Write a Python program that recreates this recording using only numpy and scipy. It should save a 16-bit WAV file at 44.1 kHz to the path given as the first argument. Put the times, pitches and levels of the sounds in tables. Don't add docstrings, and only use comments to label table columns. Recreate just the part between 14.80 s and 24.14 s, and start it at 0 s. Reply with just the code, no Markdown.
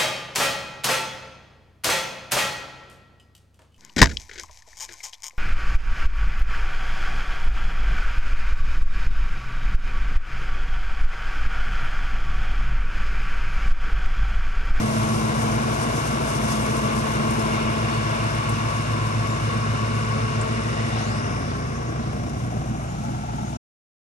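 import sys
import numpy as np
from scipy import signal
from scipy.fft import rfft, irfft
from scipy.io import wavfile

SR = 44100
rng = np.random.default_rng(int(sys.argv[2]) if len(sys.argv) > 2 else 0)


def dump_mix(stems):
    frames = np.atleast_2d(stems).T
    limited = np.clip(frames, -1, 1)
    pcm = np.round(limited * 32767).astype(np.int16)
    wavfile.write(sys.argv[1], SR, pcm)


N = 411894
TIME, BINS_HZ = np.arange(N) / SR, np.fft.rfftfreq(N, 1 / SR)

# (time [s], speed [rev/s], exhaust level [dB], unevenness [share of speed])
MOWER_CRANK = [(0, 52.6, 0, .0015), (1.5, 52.6, 0, .0015), (2.25, 52.3, 0, .0015), (3, 52.66, -1, .0015),
               (4.5, 52.6, -2.5, .0015), (6.2, 52.9, -2.5, .002), (6.45, 54.4, -2, .004),
               (7, 53.8, -5, .01), (7.4, 51, -7, .03), (7.8, 46, -9, .04), (8.15, 40.6, -12, .02),
               (8.8, 40.4, -11, .015)]
# (time [s], speed [rev/s])
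VACUUM_CRANK = [(0, 58.2), (1.4, 58.27), (2.1, 58.1), (3.5, 58.45), (4.9, 58.6), (8.8, 58.6)]
# (order [x crank speed], level [dB])
MOWER_ORDERS = [(1, -46), (1.5, -45.5), (2, -45), (2.5, -35), (3, -40), (3.5, -63.5), (4, -43),
                (4.5, -40.5), (5, -44), (5.5, -51), (6, -45), (6.5, -42.5), (7, -43), (7.5, -47),
                (8, -47.5), (8.5, -48.5), (9, -47), (9.5, -50.5), (10, -53), (10.5, -56.5), (11, -54),
                (11.5, -49.5), (12, -43.5), (12.5, -49.5), (13, -51), (13.5, -51), (14, -48.5), (14.5, -54),
                (15, -54), (16, -43), (17, -51), (18, -50.5), (20, -49)]
VACUUM_ORDERS = [(1, -39.5), (1.5, -48), (2, -34), (2.5, -36), (3, -47), (3.5, -55), (4, -41.5), (4.5, -55),
                 (5.5, -45.5), (6, -59), (7, -50), (7.5, -51), (8, -46.5), (10, -57.5), (11, -55)]
# (time [s], clatter level [dB], facing [0 side-on, 1 head-on])
HEADING = [(0, -31.5, 0.01), (1, -29.5, 0), (2.8, -32.5, 0), (3.7, -33, 0.08), (5, -30.5, 0.12),
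           (6.2, -32, 0.07), (6.5, -31, 0.2), (7, -31, 0.2), (7.5, -27.5, 0.83), (8.1, -30.5, 0.75),
           (8.8, -30.5, 0.93)]
# (frequency [Hz], side-on [dB], head-on [dB])
CLATTER_SPECTRA = [(20, -20.5, -21.5), (42, -19, -21), (70, -5, -3.5), (130, 3, 3.5), (177, -5.5, 0.5),
                   (225.3, 3, 3), (284.5, -4.5, -7.5), (354, -6.5, -6), (463, -1.5, -17), (597, -9, -12),
                   (1070, -8.5, -22), (1395, -8, -21.5), (1990, -16.5, -28.5), (4000, -29, -36.5),
                   (9030, -39, -45), (14000, -74, -72.5)]

def engines():
    mower_rps, mower_db, uneven = play(MOWER_CRANK)
    vacuum_turns = spin(play(VACUUM_CRANK)[0], wobble=.0025, wobble_hz=14)
    mower_turns = spin(mower_rps, uneven, wobble_hz=14)
    shade_db = -9 * np.sqrt(facing())
    tones = exhaust(vacuum_turns, VACUUM_ORDERS, .3, .77 * shade_db, rough=.25)
    tones += exhaust(mower_turns, MOWER_ORDERS, mower_db, shade_db, rough=.2)
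    knocks = noise() * puffs(vacuum_turns / 2, length=.22, depth=.8)
    knocks *= puffs(mower_turns / 2, length=.15, depth=.41)
    clatter = gain_of(play(HEADING)[0] - .66) * turning(knocks, CLATTER_SPECTRA)
    return tones, clatter + boom(mower_turns)


def exhaust(turns, orders, level_db, shade_db, rough):
    total = 0
    for order, db in orders:
        high = min(order / 8, 1)
        total += tone(order * turns, db + level_db + high * shade_db, 2.8 * high, rough * high)
    return total


# (time [s], pitch [Hz], level [dB])
BOOM = [(0, 662, -43), (3, 650, -44), (4.2, 654, -49), (5.8, 649.7, -46), (6.2, 695, -38.5),
        (6.8, 677, -47.5), (7.6, 684, -43), (8.1, 786, -41), (8.5, 828, -38.5), (8.8, 828, -42)]
# (frequency [x pitch], width [Hz], level [dB])
BOOM_MODES = [(.9, 140.4, -2.5), (1.02, 120, 1), (1.62, 140, -8.5)]

def boom(turns):
    pitch_hz, level_db = play(BOOM)
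    gas = noise() * puffs(turns / 2, length=.3, depth=1.9)
    ring = sum(gain_of(db) * resonate(gas, ratio * pitch_hz, width) for ratio, width, db in BOOM_MODES)
    return gain_of(level_db) * ring


# (time [s], rate [Hz])
BLADE_RATE = [(0, 109.4), (1.1, 109.1), (1.6, 108.4), (3, 109.6), (5, 109.4), (5.5, 110.1)]
# (time [s], fundamental [dB], octave [dB], overtone gain [dB])
BLADE_HUM = [(0, -29.5, -27, 1), (.7, -32, -28, -1.5), (1.2, -43, -40.5, -1.5), (1.7, -41, -29.5, -1.5),
             (2.7, -34.5, -29.5, 2), (3.2, -28, -33.5, 0), (4.2, -28, -39.5, -0.5),
             (5.2, -25.5, -35.5, 0.5), (5.8, -29.5, -34, 3), (6.25, -29.5, -35.5, -1)]
# (order [x blade rate], level [dB])
BLADE_ORDERS = [(3, -42.5), (4, -42.5), (5, -44), (6, -43.5), (7, -54.5), (8, -48), (9, -49), (10, -52),
                (11, -53)]
# (time [s], deck roar [dB], fan howl [dB], hose hiss [dB])
AIR_LEVELS = [(0, -37, -40, -46), (2.2, -36, -35.5, -47), (3.2, -35, -37.5, -45), (4.2, -37.5, -35, -45.5),
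              (5.5, -38, -41, -45.5), (6.15, -39.5, -45, -44.5), (6.5, -41, -40.5, -47),
              (7.1, -53, -44, -55), (7.5, -53.5, -60, -55.5), (8.75, -51.5, -68.5, -53.5)]
# (frequency [Hz], level [dB])
ROAR_SPECTRUM = [(150, -15.5), (400, -10.5), (690, -0.5), (790, -13), (900, -3.5), (1050, 1.5),
                 (1240, -4.5), (1400, -0.5), (1700, -5), (2000, -7), (2900, -10.5), (3600, -15),
                 (4600, -23.5), (9000, -39), (14000, -76.5)]
# (frequency [Hz], width [Hz], level [dB])
DECK_MODES = [(879, 95, -5), (1303, 290, -17.5), (1720, 140, -25.5), (2186, 310, -16.5), (2816, 360, -18)]
BLADES_OFF_S, COAST_TAU_S, HUM_DB_PER_SPEED_DECADE = 6.24, 2.58, 68

def blades():
    speed = np.exp(-np.maximum(TIME - BLADES_OFF_S, 0) / COAST_TAU_S)
    turns = spin(speed * play(BLADE_RATE)[0], wobble=.0012, wobble_hz=10)
    fundamental_db, octave_db, overtones_db = play(BLADE_HUM)
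    hum = tone(turns, fundamental_db, waver_db=1) + tone(2 * turns, octave_db, waver_db=.1)
    shade_db = -3.5 * facing()
    for order, db in BLADE_ORDERS:
        hum += tone(order * turns, db + overtones_db + order * shade_db, waver_db=.3, rough=.081)
    hum *= gain_of(HUM_DB_PER_SPEED_DECADE * np.log10(speed))
    air = noise() * puffs(turns, length=.43, depth=.55) * gain_of(.5 * drift(8.6))
    roar = gain_of(5.5) * colour(air, ROAR_SPECTRUM) + ringing(air, DECK_MODES)
    return hum, gain_of(play(AIR_LEVELS)[0]) * roar


# (time [s], rasp [dB], drone [dB])
CHUTE_LEVELS = [(0, -58, -62), (2.2, -49.5, -56.5), (2.85, -41, -56), (3.4, -48.5, -60), (4, -47, -59),
                (5.2, -48, -54), (5.75, -46, -45), (6, -45.5, -37.5), (6.2, -41, -40), (6.35, -54, -54),
                (7.1, -59, -56), (7.5, -64.5, -61)]
# (frequency [Hz], width [Hz], level [dB])
RASP_MODES = [(2246, 190, -2), (2520, 240, -2), (2796, 140, 1)]

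def chute():
    rasp_db, drone_db = play(CHUTE_LEVELS)
    passes = np.cumsum(play(BLADE_RATE)[0]) / SR
    air = noise() * puffs(passes, length=.3, depth=2.2)
    rasp = gain_of(rasp_db) * unit_rms(ringing(air, RASP_MODES))
    return rasp + gain_of(drone_db) * resonate(air, hz=1920, width_hz=244)


# (frequency [Hz], width [Hz], level [dB])
FAN_MODES = [(1117.6, 79, 0.5), (1043.5, 91, -5), (1754, 140, -11.5)]
# (time [s], level [dB])
WHINE_LEVEL = [(0, -59), (3, -55), (4, -49), (4.7, -46.5), (5.3, -38.5), (5.9, -44.5), (6.2, -56), (7, -50),
               (7.5, -63)]
# (frequency [Hz], side-on [dB], head-on [dB])
HISS_SPECTRA = [(1500, -16, -13), (2880, -8, -1), (3300, 3.5, -2), (3650, 0, 0), (4400, -4, -23),
                (4800, -3.5, -12), (5070, 1.5, -4), (6340, -5, -4), (6960, -6, -1.5), (8150, -7.5, -14),
                (9420, 1, -3.5), (11400, -33, -24), (13960, -51, -50.5)]
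WHINE_ORDER = 18.9

def fan():
    _, howl_db, hiss_db = play(AIR_LEVELS)
    howl = gain_of(howl_db + 1.2 * drift(12)) * ringing(noise(), FAN_MODES, wander=.007)
    turns = spin(play(VACUUM_CRANK)[0], wobble=.009, wobble_hz=30)
    whine_db = play(WHINE_LEVEL)[0] - 1
    whine = np.array([tone(WHINE_ORDER * turns, whine_db, waver_db=1, rough=.4) for _ in range(2)])
    return howl + whine + gain_of(hiss_db + 1.5) * turning(noise(), HISS_SPECTRA)


# (time [s], level [dB])
LEAF_FLOW = [(0, -39.5), (1.9, -39), (2.6, -41.5), (2.95, -45.5), (4.1, -47.5), (4.7, -49), (6.5, -53.5),
             (6.95, -54.5), (8.75, -53)]
# (time [s], boost [dB])
CLUMPS = [(.3, 1), (.62, 1.5), (1.02, 1.5), (1.72, 4.5), (3.97, 6)]
# (frequency [Hz], level [dB])
HOSE_LEAF_SPECTRUM = [(2500, -15), (6000, -2), (7800, -6.5), (8500, -2), (9700, 2.5), (10800, -1.5),
                      (11800, -12), (12600, -21), (13500, -43), (15500, -34)]
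CLUMP_HALF_LENGTH_S = .03

def hose_leaves():
    flow = noise() + .3 * crackle(per_s=900, spread_db=6.3)
    flow *= gain_of(1.6 * drift(17))
    clumps_db = sum(db * np.exp(-((TIME - s) / CLUMP_HALF_LENGTH_S) ** 2) for s, db in CLUMPS)
    return gain_of(play(LEAF_FLOW)[0] + clumps_db) * colour(flow, HOSE_LEAF_SPECTRUM)


# (time [s], level [dB], frequency [Hz], t60 [s])
TWIGS = [(.6206, -22, 8940, 0.02), (2.5091, -18.5, 9960, .018), (2.757, -32, 6200, .07),
         (3.5489, -29, 9700, 0.047), (3.6924, -25.5, 9600, 0.07), (5.612, -28, 8200, .07),
         (5.7539, -39, 7500, .03), (8.347, -25, 1600, .02), (8.346, -26, 900, .05)]

def twigs():
    t, out = np.arange(SR // 4) / SR, np.zeros((2, N))
    for s, db, hz, t60 in TWIGS:
        band = signal.butter(3, [hz / 1.2, hz * 1.1], "bandpass", fs=SR)
        burst = unit_rms(signal.lfilter(*band, rng.standard_normal((2, len(t)))))
        start = round(s * SR)
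        out[:, start:start + len(t)] += burst * gain_of(db - 7 - 60 * t / t60)
    return out


# (time [s], pitch [Hz], level [dB], comb depth [dB])
SWISH = [(5.75, 2000, -56, 0), (6.02, 2700, -49, 0), (6.17, 3750, -41, 0), (6.28, 4350, -46, 2),
         (6.43, 5550, -49.5, 1.5), (6.9, 5550, -52, 1), (7.4, 5650, -56, 0.5), (8, 6400, -64.5, 1),
         (8.8, 6600, -61.5, 0.2)]
# (frequency [x pitch], width [Hz], level [dB])
SWISH_BANDS = [(.34, 800, 2.5), (.73, 700, -5.5), (1, 1098, -1)]
# (time [s], frequency [Hz], level [dB])
SWISH_TOP = [(6.1, 4500, -62), (6.19, 5110, -46), (6.24, 6050, -46), (6.29, 7000, -51), (6.35, 8200, -56.5),
             (6.42, 9300, -74.5)]

def swish():
    pitch_hz, level_db, _ = play(SWISH)
    top_hz, top_db = play(SWISH_TOP)
    body = sum(gain_of(db) * resonate(noise(), ratio * pitch_hz, width)
               for ratio, width, db in SWISH_BANDS)
    top = resonate(noise(), top_hz, width_hz=1000)
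    return gain_of(level_db - 3.5) * body + gain_of(top_db - 2) * top


# (peak time [s], half length [s], frequency [Hz], level [dB])
THIN_TONES = [(1.72, .2, 3400, -48), (1.822, .025, 8380, -41), (3.14, .045, 4430, -46),
              (4.175, .025, 980, -38), (4.53, .035, 990, -39), (4.52, .035, 7170, -48),
              (6.97, .022, 6320, -49), (7.085, .025, 6560, -52), (8.105, .02, 6990, -52),
              (8.68, .03, 6600, -51)]
THIN_TONE_WIDTH_HZ = 110

def thin_tones():
    out = np.zeros((2, N))
    pole = np.exp(-np.pi * THIN_TONE_WIDTH_HZ / SR)
    for s, half_s, hz, db in THIN_TONES:
        t = np.arange(-3 * half_s, 3 * half_s, 1 / SR)
        wander = unit_rms(signal.lfilter([1], [1, -pole], rng.standard_normal((2, len(t)))))
        cycles = np.cumsum(hz + THIN_TONE_WIDTH_HZ / 2 * wander, axis=1) / SR
        swell = gain_of(db - 1.5) * np.exp(-(t / half_s) ** 2)
        start = round((s + t[0]) * SR)
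        out[:, start:start + len(t)] += swell * np.sqrt(2) * np.sin(2 * np.pi * cycles)
    return out


# (frequency [Hz], level [dB])
GROUND_LEAF_SPECTRUM = [(1500, -20.5), (3000, 0), (4400, 2.5), (6200, -4), (7000, -5.5), (8000, -10.5),
                        (10000, -16), (14000, -40.5)]
# (time [s], level [dB])
RUSTLE_LEVEL = [(6.4, -75), (6.75, -55), (7.3, -53), (7.5, -56), (8.05, -59), (8.11, -52.5), (8.8, -53.5)]
# (peak time [s], level [dB], rise [s], decay [s], low-pass [Hz])
SCUFFS = [(6.2, -40.5, .05, .045, 4000), (6.7, -43.5, .018, .05, 7500), (7.235, -49, .025, .06, 6200)]

def ground_leaves():
    grains = crackle(per_s=2500, spread_db=5)
    crunch = colour(noise() + .6 * grains, GROUND_LEAF_SPECTRUM)
    out = gain_of(play(RUSTLE_LEVEL)[0]) * crunch
    for s, db, rise_s, decay_s, cutoff_hz in SCUFFS:
        dulled = signal.lfilter(*signal.butter(3, cutoff_hz, fs=SR), crunch)
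        envelope = np.exp(-np.maximum((s - TIME) / rise_s, (TIME - s) / decay_s))
        out += gain_of(db) * envelope * dulled
    return out * gain_of([[-3], [0]])


# (time [s], half length [s], frequency [Hz], half width [Hz], gain [dB])
BAND_DIPS = [(1, 1.2, 2540, 90, -2), (4, 0.55, 418, 40, -6.5), (5, 1.3, 3320, 170, -4.5),
             (5.2, 1.1, 850, 89.8, -4), (5.4, 0.63, 314, 25.1, -9), (5.1, 1.1, 660, 40, -4.5),
             (6.4, 0.59, 1020, 55, -4), (6.5, 0.092, 4250, 400, -4), (7, .4, 4260, 400, -6),
             (8.198, .9, 4450, 451, -6), (6.55, 0.16, 8000, 500, -2.5), (8.4, 0.59, 465, 55, -7.5),
             (8.551, .45, 1050, 110, -6)]
# (time [s], depth [dB])
HOSE_RIPPLE = [(0, -0.3), (2.8, 0.9), (4.4, 1.5), (5.8, 1), (7, -0.5), (7.7, -1)]
HOSE_SPACING_HZ = 886

def shifting_colour(x):
    frames = dict(fs=SR, nperseg=2048, noverlap=1536)
    hz, t, spectra = signal.stft(x, **frames)
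    hz = hz[:, None]
    dips_db = sum(db * np.exp(-((t - s) / half_s) ** 2 - ((hz - centre_hz) / half_hz) ** 2)
                  for s, half_s, centre_hz, half_hz, db in BAND_DIPS)
    swish_hz, _, depth_db = (np.interp(t, TIME, column) for column in play(SWISH))
    comb_db = -depth_db * np.cos(3 * np.pi * hz / swish_hz) * np.clip(hz / 1000 - 1, 0, 1)
    ripple = np.cos(2 * np.pi * hz / HOSE_SPACING_HZ)
    ripple *= np.interp(hz, [2800, 3800, 8000, 9500], [0, 1, 1, 0])
    ripple_db = np.interp(t, TIME, play(HOSE_RIPPLE)[0]) * ripple
    return signal.istft(spectra * gain_of(dips_db + comb_db + ripple_db), **frames)[1][:, :N]


# (frequency [Hz], coherence [0-1], left lead [rad], left minus right [dB])
MIC_PORTS = [(60, 0.99, .17, -1.5), (168, 1, 0.62, 0.2), (253, 1, 0.95, -2), (465, 0.91, 2, 4),
             (733, 0.87, 1.76, 4.5), (920, 0.99, 3.3, 7), (1086, 0.32, 1.11, 5.5), (1340, 0.76, 4.25, -3.5),
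             (1524, 0.55, 3.16, 5), (1720, 0.72, 3.4, 0), (1930, 0.87, 3.8, -2), (2820, 0.41, 6.93, -0.5),
             (3240, 0.49, 9.4, 0.5), (3420, 0.33, 10.76, 1.5), (3940, 0.26, 13, 6.5), (4450, .25, 14.2, 7),
             (5200, 0.22, 17, 14.5), (6660, 0.51, 20.1, 11), (7300, .45, 20.3, 10.5),
             (8000, 0.44, 21.2, 7.5), (8550, .45, 20, 2.5), (9170, 0.47, 19.4, 2), (9210, 1, 16.75, 0),
             (10870, 1, 15.01, 0), (11780, 0.9, 12.6, 0)]

def ports(pair):
    coherence, lead_rad, balance_db = across(MIC_PORTS)
    direct, scattered = rfft(pair)
    left = direct * gain_of(balance_db / 2)
    right = coherence * direct + np.sqrt(1 - coherence ** 2) * scattered
    right *= np.exp(-1j * lead_rad) * gain_of(-balance_db / 2)
    return irfft(np.array([left, right]), N)


def facing():
    return play(HEADING)[1]


def turning(x, spectra):
    side_on, head_on = (colour(x, np.array(spectra)[:, [0, view]]) for view in (1, 2))
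    return side_on + facing() * (head_on - side_on)


def spin(rate_hz, wobble, wobble_hz):
    return np.cumsum(rate_hz * (1 + wobble * drift(wobble_hz))) / SR


def tone(turns, db, waver_db, rough=0):
    size = gain_of(db + waver_db * drift(2.5)) * (1 + rough * drift(30))
    return np.sqrt(2) * size * np.sin(2 * np.pi * (turns + rng.random()))


def puffs(cycles, length, depth):
    return unit_rms(1 + depth * np.exp(-(cycles % 1) / length))


def crackle(per_s, spread_db):
    sizes = gain_of(spread_db * np.minimum(rng.exponential(1, N), 4))
    return unit_rms(noise() * sizes * (rng.random(N) < per_s / SR))


def ringing(air, modes, wander=0):
    return sum(gain_of(db) * resonate(air, hz * (1 + wander * drift(11)), width)
               for hz, width, db in modes)


def resonate(x, hz, width_hz):
    carrier = np.exp(2j * np.pi * np.cumsum(hz * np.ones(N)) / SR)
    pole = np.exp(-np.pi * width_hz / SR)
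    baseband = signal.lfilter([1], [1, -2 * pole, pole * pole], x / carrier)
    return unit_rms((carrier * baseband).real)


def colour(x, spectrum):
    return unit_rms(irfft(rfft(x) * gain_of(across(spectrum)[0]), N))


def noise():
    return rng.standard_normal((2, N))


def drift(corner_hz):
    count = 4096
    rolloff = 1 + (BINS_HZ[:count // 2 + 1] / corner_hz) ** 2
    slow = irfft(rfft(rng.standard_normal(count)) / rolloff)
    return np.interp(TIME, np.linspace(0, TIME[-1], count), unit_rms(slow))


def play(rows):
    s, *columns = np.transpose(rows)
    return [np.interp(TIME, s, column) for column in columns]


def across(rows):
    hz, *columns = np.transpose(rows)
    return [np.interp(np.log(BINS_HZ + 1), np.log(hz), column) for column in columns]


def gain_of(db):
    return 10 ** (np.asarray(db) / 20)


def unit_rms(x):
    return x / np.sqrt(np.mean(x ** 2) + 1e-20)


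def scene():
    engine_tones, engine_noise = engines()
    hum, roar = blades()
    tones = engine_tones + hum
    scattered = np.roll(tones, SR // 30)
    noises = engine_noise + roar + fan() + chute() + hose_leaves() + swish()
    machine = shifting_colour(np.array([tones, scattered]) + noises) + twigs() + thin_tones()
    return ports(machine) + ground_leaves()


CUT_S, FADE_S, BAND_LIMIT_HZ = 8.772, .0076, 15600

def record(dry):
    cut = dry * np.clip((CUT_S - TIME) / FADE_S, 0, 1)
    lowpass = signal.firwin(511, BAND_LIMIT_HZ, window=("kaiser", 9), fs=SR)
    return signal.oaconvolve(cut, lowpass[None], "same")


dry = scene()
out = record(dry)
dump_mix(out)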